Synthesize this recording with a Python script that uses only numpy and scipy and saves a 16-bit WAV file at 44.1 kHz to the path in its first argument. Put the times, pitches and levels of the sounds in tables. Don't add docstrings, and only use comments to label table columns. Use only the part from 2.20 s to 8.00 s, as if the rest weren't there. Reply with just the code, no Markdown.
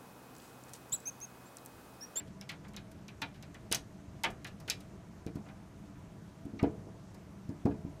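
import sys
import numpy as np
from scipy import signal
from scipy.fft import rfft, irfft
from scipy.io import wavfile

SR = 44100
rng = np.random.default_rng(int(sys.argv[2]) if len(sys.argv) > 2 else 0)


def volts_from_db(level):
    exponent = np.asarray(level, float) / 20
    return 10 ** exponent


def dump(signal):
    limited = np.clip(np.atleast_2d(signal).T, -1, 1)
    pcm = np.round(limited * 32767).astype(np.int16)
    wavfile.write(sys.argv[1], SR, pcm)


N = 255769

# f/Hz, density/dB per Hz
AIR_COLOUR = [(12, -57), (20, -27.5), (32, -14), (70, -2), (193, -0.5), (255, -14.5), (285, -7.5),
              (377, -12.5), (641, -25.5), (872, -20.5), (1000, -26.5), (1150, -24.5), (7100, -47.5),
              (14700, -49.5), (16000, -78)]
# f/Hz, width/Hz, boost/dB
DUCT_PEAKS = [(208.2, 29, 5.5), (288, 12, 5.5), (645, 104, 14), (994, 37, 8.5), (6390, 2900, 8),
              (8440, 3100, 4)]
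# f/Hz, level/dB, t60/s
DOOR_MODES = [(60, -28, 0.08), (101, -19, 0.39), (134.5, -32.5, 0.9), (219.4, -11, 0.19), (277.7, 2, 0.17),
              (340.5, -9.5, 0.28), (427, -9.5, 0.39), (481, -18, 0.35), (560, -11.5, 0.11),
              (632, -9.5, 0.13), (700.4, -3, 0.11), (806, -9.5, 0.095), (850, -25, 0.057), (952, -7, 0.046)]
# f/Hz, width/Hz, boost/dB
PANE_MODES = [(718, 69, -0.5), (890, 150, -17), (1430, 55, -15.5), (1700, 190, -10), (2050, 37, -2),
              (2200, 30, -7), (2435, 53, -5.5), (2440, 260, -7.5), (2970, 4.4, -11), (3900, 55, 1),
              (6300, 200, -40)]
# t/s, push/dB, ringing/dB, hardness/dB per octave above 350 Hz, struck spot f/Hz
BUMPS = [(0.087, -36.5, -26, -36, 205), (1.0221, -39.5, -2.5, -24, 290), (1.5158, -25.5, -27, 11, 444),
         (2.48, -36.5, -17, 4, 435), (2.697, -48, -10, 0, 200), (3.0665, -24.5, -15.5, -5.5, 298),
         (3.1584, -26, -12.5, -24, 286), (4.2562, -30, -9.5, -24, 296), (4.338, -30.5, -6, -23, 297),
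         (4.4316, -12.5, -10.5, -1.5, 308.6), (4.6705, -37, -12.5, 2.5, 285), (5.2943, -24, -13, -24, 288),
         (5.4563, -13, -11.5, -2.5, 288), (5.507, -35.5, -2.5, -32, 440), (5.6512, -25.5, -16.5, -25, 288)]
# t/s, direct tick/dB, pane answer/dB, dullness/dB, struck spot f/Hz
STRIKES = [
    (-0.006, -70, -48, 3.5, 2714),
    (1.0169, -39, -29, 2.5, 920),
    (1.226, -41.5, -51.5, 0.5, 4000),
    (1.515, -25.5, -28.5, 0, 2945),
    (2.036, -22.5, -24, 5.5, 890),
    (2.0468, -26.5, -28.5, 10.5, 2377),
    (2.4787, -37, -38, 3.5, 1485),
    (3.0655, -39.5, -53, 5, 2435),
]
# t/s, direct tick/dB, pane answer/dB, dullness/dB, spot f/Hz
PINGS = [(0.2122, -34.5, -49.5, 4, 2230), (0.2915, -40, -35.5, -1, 2167), (0.5649, -31, -43, 0.3, 3900),
         (0.8821, -39, -48, 3, 2515), (1.345, -44.5, -52, 7.5, 1880), (1.5258, -11.5, -27, 2.5, 5220),
         (1.5472, -18, -37, -18, 6100), (2.246, -35, -41.5, 7, 1940), (2.4998, -15.5, -29, -9.5, 2560),
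         (2.6033, -54, -59.5, -12, 2280), (5.5077, -64, -57.5, 13, 1590)]
# t/s, direct tick/dB, pane answer/dB, dullness/dB
GRAZES = [(0.0734, -58, -61.5, -5), (0.3184, -43, -50.5, 7), (0.4433, -58, -54, 11),
          (0.536, -47.5, -53.5, 6.5), (1.1415, -61, -56.5, 2), (1.157, -63, -62, -1.5),
          (2.2682, -45, -48, -3.5), (3.257, -53, -59.5, 19), (3.2837, -64, -54, 12),
          (4.392, -62, -47.5, 13), (4.429, -37.5, -45, 11.5)]
# t/s, direct tick/dB, pane answer/dB, dullness/dB
FLICKS = [(0.4818, -56, -67.5, -0.5), (0.7132, -62, -65.5, -0.5), (1.5225, -28, -54.5, 0.5),
          (2.1034, -47, -74, -8), (2.1065, -49.5, -69, -3.5), (2.3999, -57, -61.5, 1),
          (2.4915, -37.3, -63, 2), (3.1543, -53, -62, 4), (4.2515, -57, -80, -8), (4.9427, -67, -64.5, 2),
          (5.2925, -48.5, -70.5, 9), (5.4542, -49, -55, 10.5)]
# f/Hz, level/dB
DRAG_BANDS = [(1254, -43), (2150, -41.5), (2690, -45), (4020, -50), (5500, -56)]
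DRAG_S, DRAG_LAG_S = 4.389, .008

RUMBLE_DB, HISS_DB = -51, -65.5
SHUDDER_DB, SHUDDER_T60_S = -29.5, 1.17
ROOM_T60_S, ROOM_DB = 0.16, -14
PUSH_MS, PUSH_MS_PER_DB, PUSH_MS_PER_HARD = 0.57, 0.01, -0.01
STRIKE_BODY_DB, PING_BODY_DB, GRAZE_BODY_DB, FLICK_BODY_DB, BODY_GROWS = 20, 21.5, 16.5, 0, 0.29
STRIKE_SPREAD_MS, PING_SPREAD_MS, GRAZE_SPREAD_MS, FLICK_SPREAD_MS = 7.6, 8, 9.7, 7.3
PANE_SPOT_DB, PANE_SPOT_DB_PER_OCTAVE, PANE_OVERTONE, PANE_OVERTONE_DB = -5, 2.5, 1.6, -8
OVERTONE_LOSS_DB = 23
PING_RING_DB = 4
DOOR_SPOT_DB, DOOR_OVERTONE, DOOR_OVERTONE_DB, DOOR_SPOT_LAG_S = -14.5, 1.47, -5, 0.00401
SPOT_T60_S, SPOT_T60_POWER, SPOT_RISE_MS, SPOT_RISE_POWER = 0.084, -0.41, 3.7, -0.63


def at_hz(points, hz):
    table_hz, values = np.transpose(points)
    return np.interp(np.log(hz + 1), np.log(table_hz), values)


def humps_db(peaks, hz):
    return sum(db / (1 + (2 * (hz - centre_hz) / width) ** 2) for centre_hz, width, db in peaks)


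def rms_one(x):
    return x / np.sqrt(np.mean(x ** 2) + 1e-20)


def add(out, s, x):
    at = round(s * SR)
    x = x[max(-at, 0):N - at]
    out[max(at, 0):max(at, 0) + len(x)] += x


def drift(rate_hz):
    r = np.exp(-2 * np.pi * rate_hz * 40 / SR)
    slow = signal.lfilter([1], [1, -2 * r, r * r], rng.standard_normal(N // 40 + 2002))[2000:]
    return np.interp(np.arange(N) / 40, np.arange(len(slow)), rms_one(slow))


def shudder():
    t = np.arange(N) / SR
    power = np.zeros(N)
    for s, push_db, *_ in BUMPS:
        power += volts_from_db(push_db + SHUDDER_DB - 60 * np.abs(t - s) / SHUDDER_T60_S) ** 2 * (t > s)
    return power


def air():
    hz = np.arange(N // 2 + 1) * SR / N
    colour = volts_from_db(at_hz(AIR_COLOUR, hz) + humps_db(DUCT_PEAKS, hz))
    noise = irfft(rfft(rng.standard_normal((2, N))) * colour, N)
    rumble, hiss = np.zeros(N), np.zeros(N)
    edges = 16 * 2 ** np.arange(0, 10.4, .5)
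    for k, (low_hz, high_hz) in enumerate(zip(edges, edges[1:])):
        band_pass = signal.butter(2, [low_hz, high_hz], "band", fs=SR, output="sos")
        band = volts_from_db(drift(11.5)) * signal.sosfilt(band_pass, noise[k % 2])
        if high_hz < 1200:
            rumble += band
        else:
            hiss += band
    rumble_level = np.sqrt(volts_from_db(RUMBLE_DB) ** 2 + shudder())
    return rumble_level * rms_one(rumble) + volts_from_db(HISS_DB) * rms_one(hiss)


def room(x):
    t = np.arange(SR // 2) / SR
    tail = rng.standard_normal(len(t)) * volts_from_db(-60 * t / ROOM_T60_S) * (t > .006)
    tail = signal.lfilter([1], [1, -.4], tail)
    return signal.fftconvolve(x, tail / np.sqrt(np.sum(tail ** 2)))[:N]


def bumps():
    out, t = np.zeros(N), np.arange(SR // 2) / SR
    scatter = rng.standard_normal((len(BUMPS), 2, len(DOOR_MODES)))
    hz, level_db, t60 = np.transpose(DOOR_MODES)[:, :, None]
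    for (s, push_db, ring_db, hard_db, _), (strength, phase) in zip(BUMPS, scatter[..., None]):
        push_ms = PUSH_MS + PUSH_MS_PER_DB * (push_db + 25) + PUSH_MS_PER_HARD * hard_db
        u = (t[:900] * 1000 - 10) / push_ms
        lean = u / 3.34 + 0.52
        push = .68 * np.exp(-lean ** 2 / 2) - 1.17 * np.exp(-u ** 2 / 2)
        struck_db = level_db + 1.5 * strength + hard_db * np.maximum(np.log2(hz / 350), 0)
        modes = volts_from_db(struck_db - 60 * t / t60) * np.sin(2 * np.pi * hz * t + 2 * phase)
        rings = np.sum(modes, axis=0)
        rings = rings * (1 - np.exp(-(t / 0.0055) ** 2))
        add(out, s, volts_from_db(push_db + ring_db) * rings)
        add(out, s - .01, volts_from_db(push_db) * push)
    return out


def touches():
    kinds = [(STRIKES, STRIKE_BODY_DB, BODY_GROWS, STRIKE_SPREAD_MS),
             (PINGS, PING_BODY_DB, BODY_GROWS, PING_SPREAD_MS),
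             (GRAZES, GRAZE_BODY_DB, 0, GRAZE_SPREAD_MS),
             (FLICKS, FLICK_BODY_DB, 0, FLICK_SPREAD_MS)]
    rows = []
    for table, body_db, grows, spread_ms in kinds:
        for s, tick_db, pane_db, dull_db, *_ in table:
            ends_db = pane_db - body_db - grows * (pane_db + 38)
            rows.append((s, tick_db, ends_db + dull_db, pane_db, ends_db - dull_db, spread_ms))
    return rows


def struck_spots():
    rows = [(DRAG_S + DRAG_LAG_S * 1000 / hz, hz, db) for hz, db in DRAG_BANDS]
    for k, (blow, touch) in enumerate(zip(STRIKES + PINGS, touches())):
        spot_hz = blow[-1]
        s, _, low_db, mid_db, high_db, _ = touch
        overtone_db = PANE_OVERTONE_DB - OVERTONE_LOSS_DB * (spot_hz / 5000) ** 4
        for hz, db in (spot_hz, 0), (spot_hz * PANE_OVERTONE, overtone_db):
            blow_db = at_hz([(900, low_db + 20.5), (3000, mid_db - 1.5), (8000, high_db + 13.5)], hz)
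            blow_db += PING_RING_DB * (k >= len(STRIKES))
            tilt_db = PANE_SPOT_DB_PER_OCTAVE * np.log2(hz / 2500)
            rows.append((s + .001, hz, blow_db + db + PANE_SPOT_DB + tilt_db))
    for s, push_db, _, hard_db, spot_hz in BUMPS:
        late_s, spot_db = s + DOOR_SPOT_LAG_S, push_db + DOOR_SPOT_DB
        rows.append((late_s, spot_hz, spot_db))
        rows.append((late_s, spot_hz * DOOR_OVERTONE, spot_db + DOOR_OVERTONE_DB + min(hard_db, 0)))
    return rows


def spots():
    out, t = np.zeros(N), np.arange(SR // 4) / SR
    rows = struck_spots()
    for (s, hz, level_db), chance in zip(rows, rng.random((len(rows), 3, 1))):
        t60 = SPOT_T60_S * (hz / 1000) ** SPOT_T60_POWER
        rise_ms = SPOT_RISE_MS * (hz / 1000) ** SPOT_RISE_POWER
        spacing = 0.0274 + 0.042 * (hz > 1500)
        cluster_hz = hz * (1 + spacing * (np.arange(-1, 2)[:, None] + chance - .5))
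        modes = np.sin(2 * np.pi * (cluster_hz * t + chance)) * [[.7], [1], [.7]]
        envelope = volts_from_db(level_db - 60 * t / t60) * (1 - np.exp(-t * 1000 / rise_ms))
        add(out, s, np.sum(modes, axis=0) * envelope)
    return out


def pane_answer(noise, spread_ms, die_ratio=1.85, ref_hz=2500, speed_power=.42):
    size = 16384
    fine_size = 16 * size
    hz = np.arange(size // 2 + 1) * SR / size
    path = np.arange(len(noise)) / SR * 1000 / spread_ms
    paths = noise * (1 - np.exp(-(path * 2.0) ** 1.4)) * np.exp(-path / die_ratio)
    wide = rfft(paths / np.sqrt(np.sum(paths ** 2) / SR * 100), fine_size)
    warped_hz = ref_hz * (hz / ref_hz) ** speed_power / speed_power
    bins, known = warped_hz * fine_size / SR, np.arange(len(wide))
    return hz, np.interp(bins, known, wide.real) + 1j * np.interp(bins, known, wide.imag)


def pane_modes(hz, chances):
    gain = 1
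    for (mode_hz, width, db), chance in zip(PANE_MODES, chances):
        gain = gain + volts_from_db(db + 2 * chance) / (1 + 2j * (hz - mode_hz) / width)
    return gain


def air_crack(noise):
    ms = np.arange(400) / SR * 1000
    bright = np.vstack([signal.butter(1, [3600, 7500], "band", fs=SR, output="sos"),
                        signal.butter(2, 3300, "high", fs=SR, output="sos")])
    scrape = noise[-400:] * (.8 * np.exp(-ms / 0.7) + 0.12 * np.exp(-ms / 2))
    crack = signal.sosfilt(bright, 2.6 * (ms == 0) + scrape)
    crack = crack + 0.6 * signal.lfilter(*signal.iirpeak(5700, 3.0, fs=SR), crack)
    return crack / np.max(np.abs(crack))


def ticks():
    out, rows = np.zeros(N), touches()
    noises = rng.standard_normal((len(rows), 8192))
    for (s, tick_db, low_db, mid_db, high_db, spread_ms), noise in zip(rows, noises):
        hz, answer = pane_answer(noise, spread_ms)
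        colour_db = at_hz([(150, low_db + 15.5), (900, low_db + 18), (3000, mid_db + 3.0),
                           (4600, (mid_db + high_db) / 2 + 8), (8000, high_db + 7.5),
                           (16000, high_db - 1)], hz)
        lead = np.exp(-2j * np.pi * hz * .002)
        spectrum = answer * pane_modes(hz, noise) * volts_from_db(colour_db) * lead
        add(out, s - .002, irfft(spectrum))
        add(out, s - .0002, volts_from_db(tick_db) * air_crack(noise))
    return out


def scene():
    no_deep_bass = signal.butter(2, 75, "high", fs=SR, output="sos")
    door = ticks() + spots() + signal.sosfilt(no_deep_bass, bumps())
    door = door - 0.15 * signal.lfilter(*signal.iirpeak(7900, 5.0, fs=SR), door)
    return (door + volts_from_db(ROOM_DB) * room(door) + air())[None]


def low_pass(x):
    return signal.sosfilt(signal.butter(12, 16130, fs=SR, output="sos"), x)


def record(dry):
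    cut = signal.sosfilt(signal.cheby2(12, 60, 16300, fs=SR, output="sos"), dry)
    return low_pass(cut)


dry = scene()
out = record(dry)
dump(out)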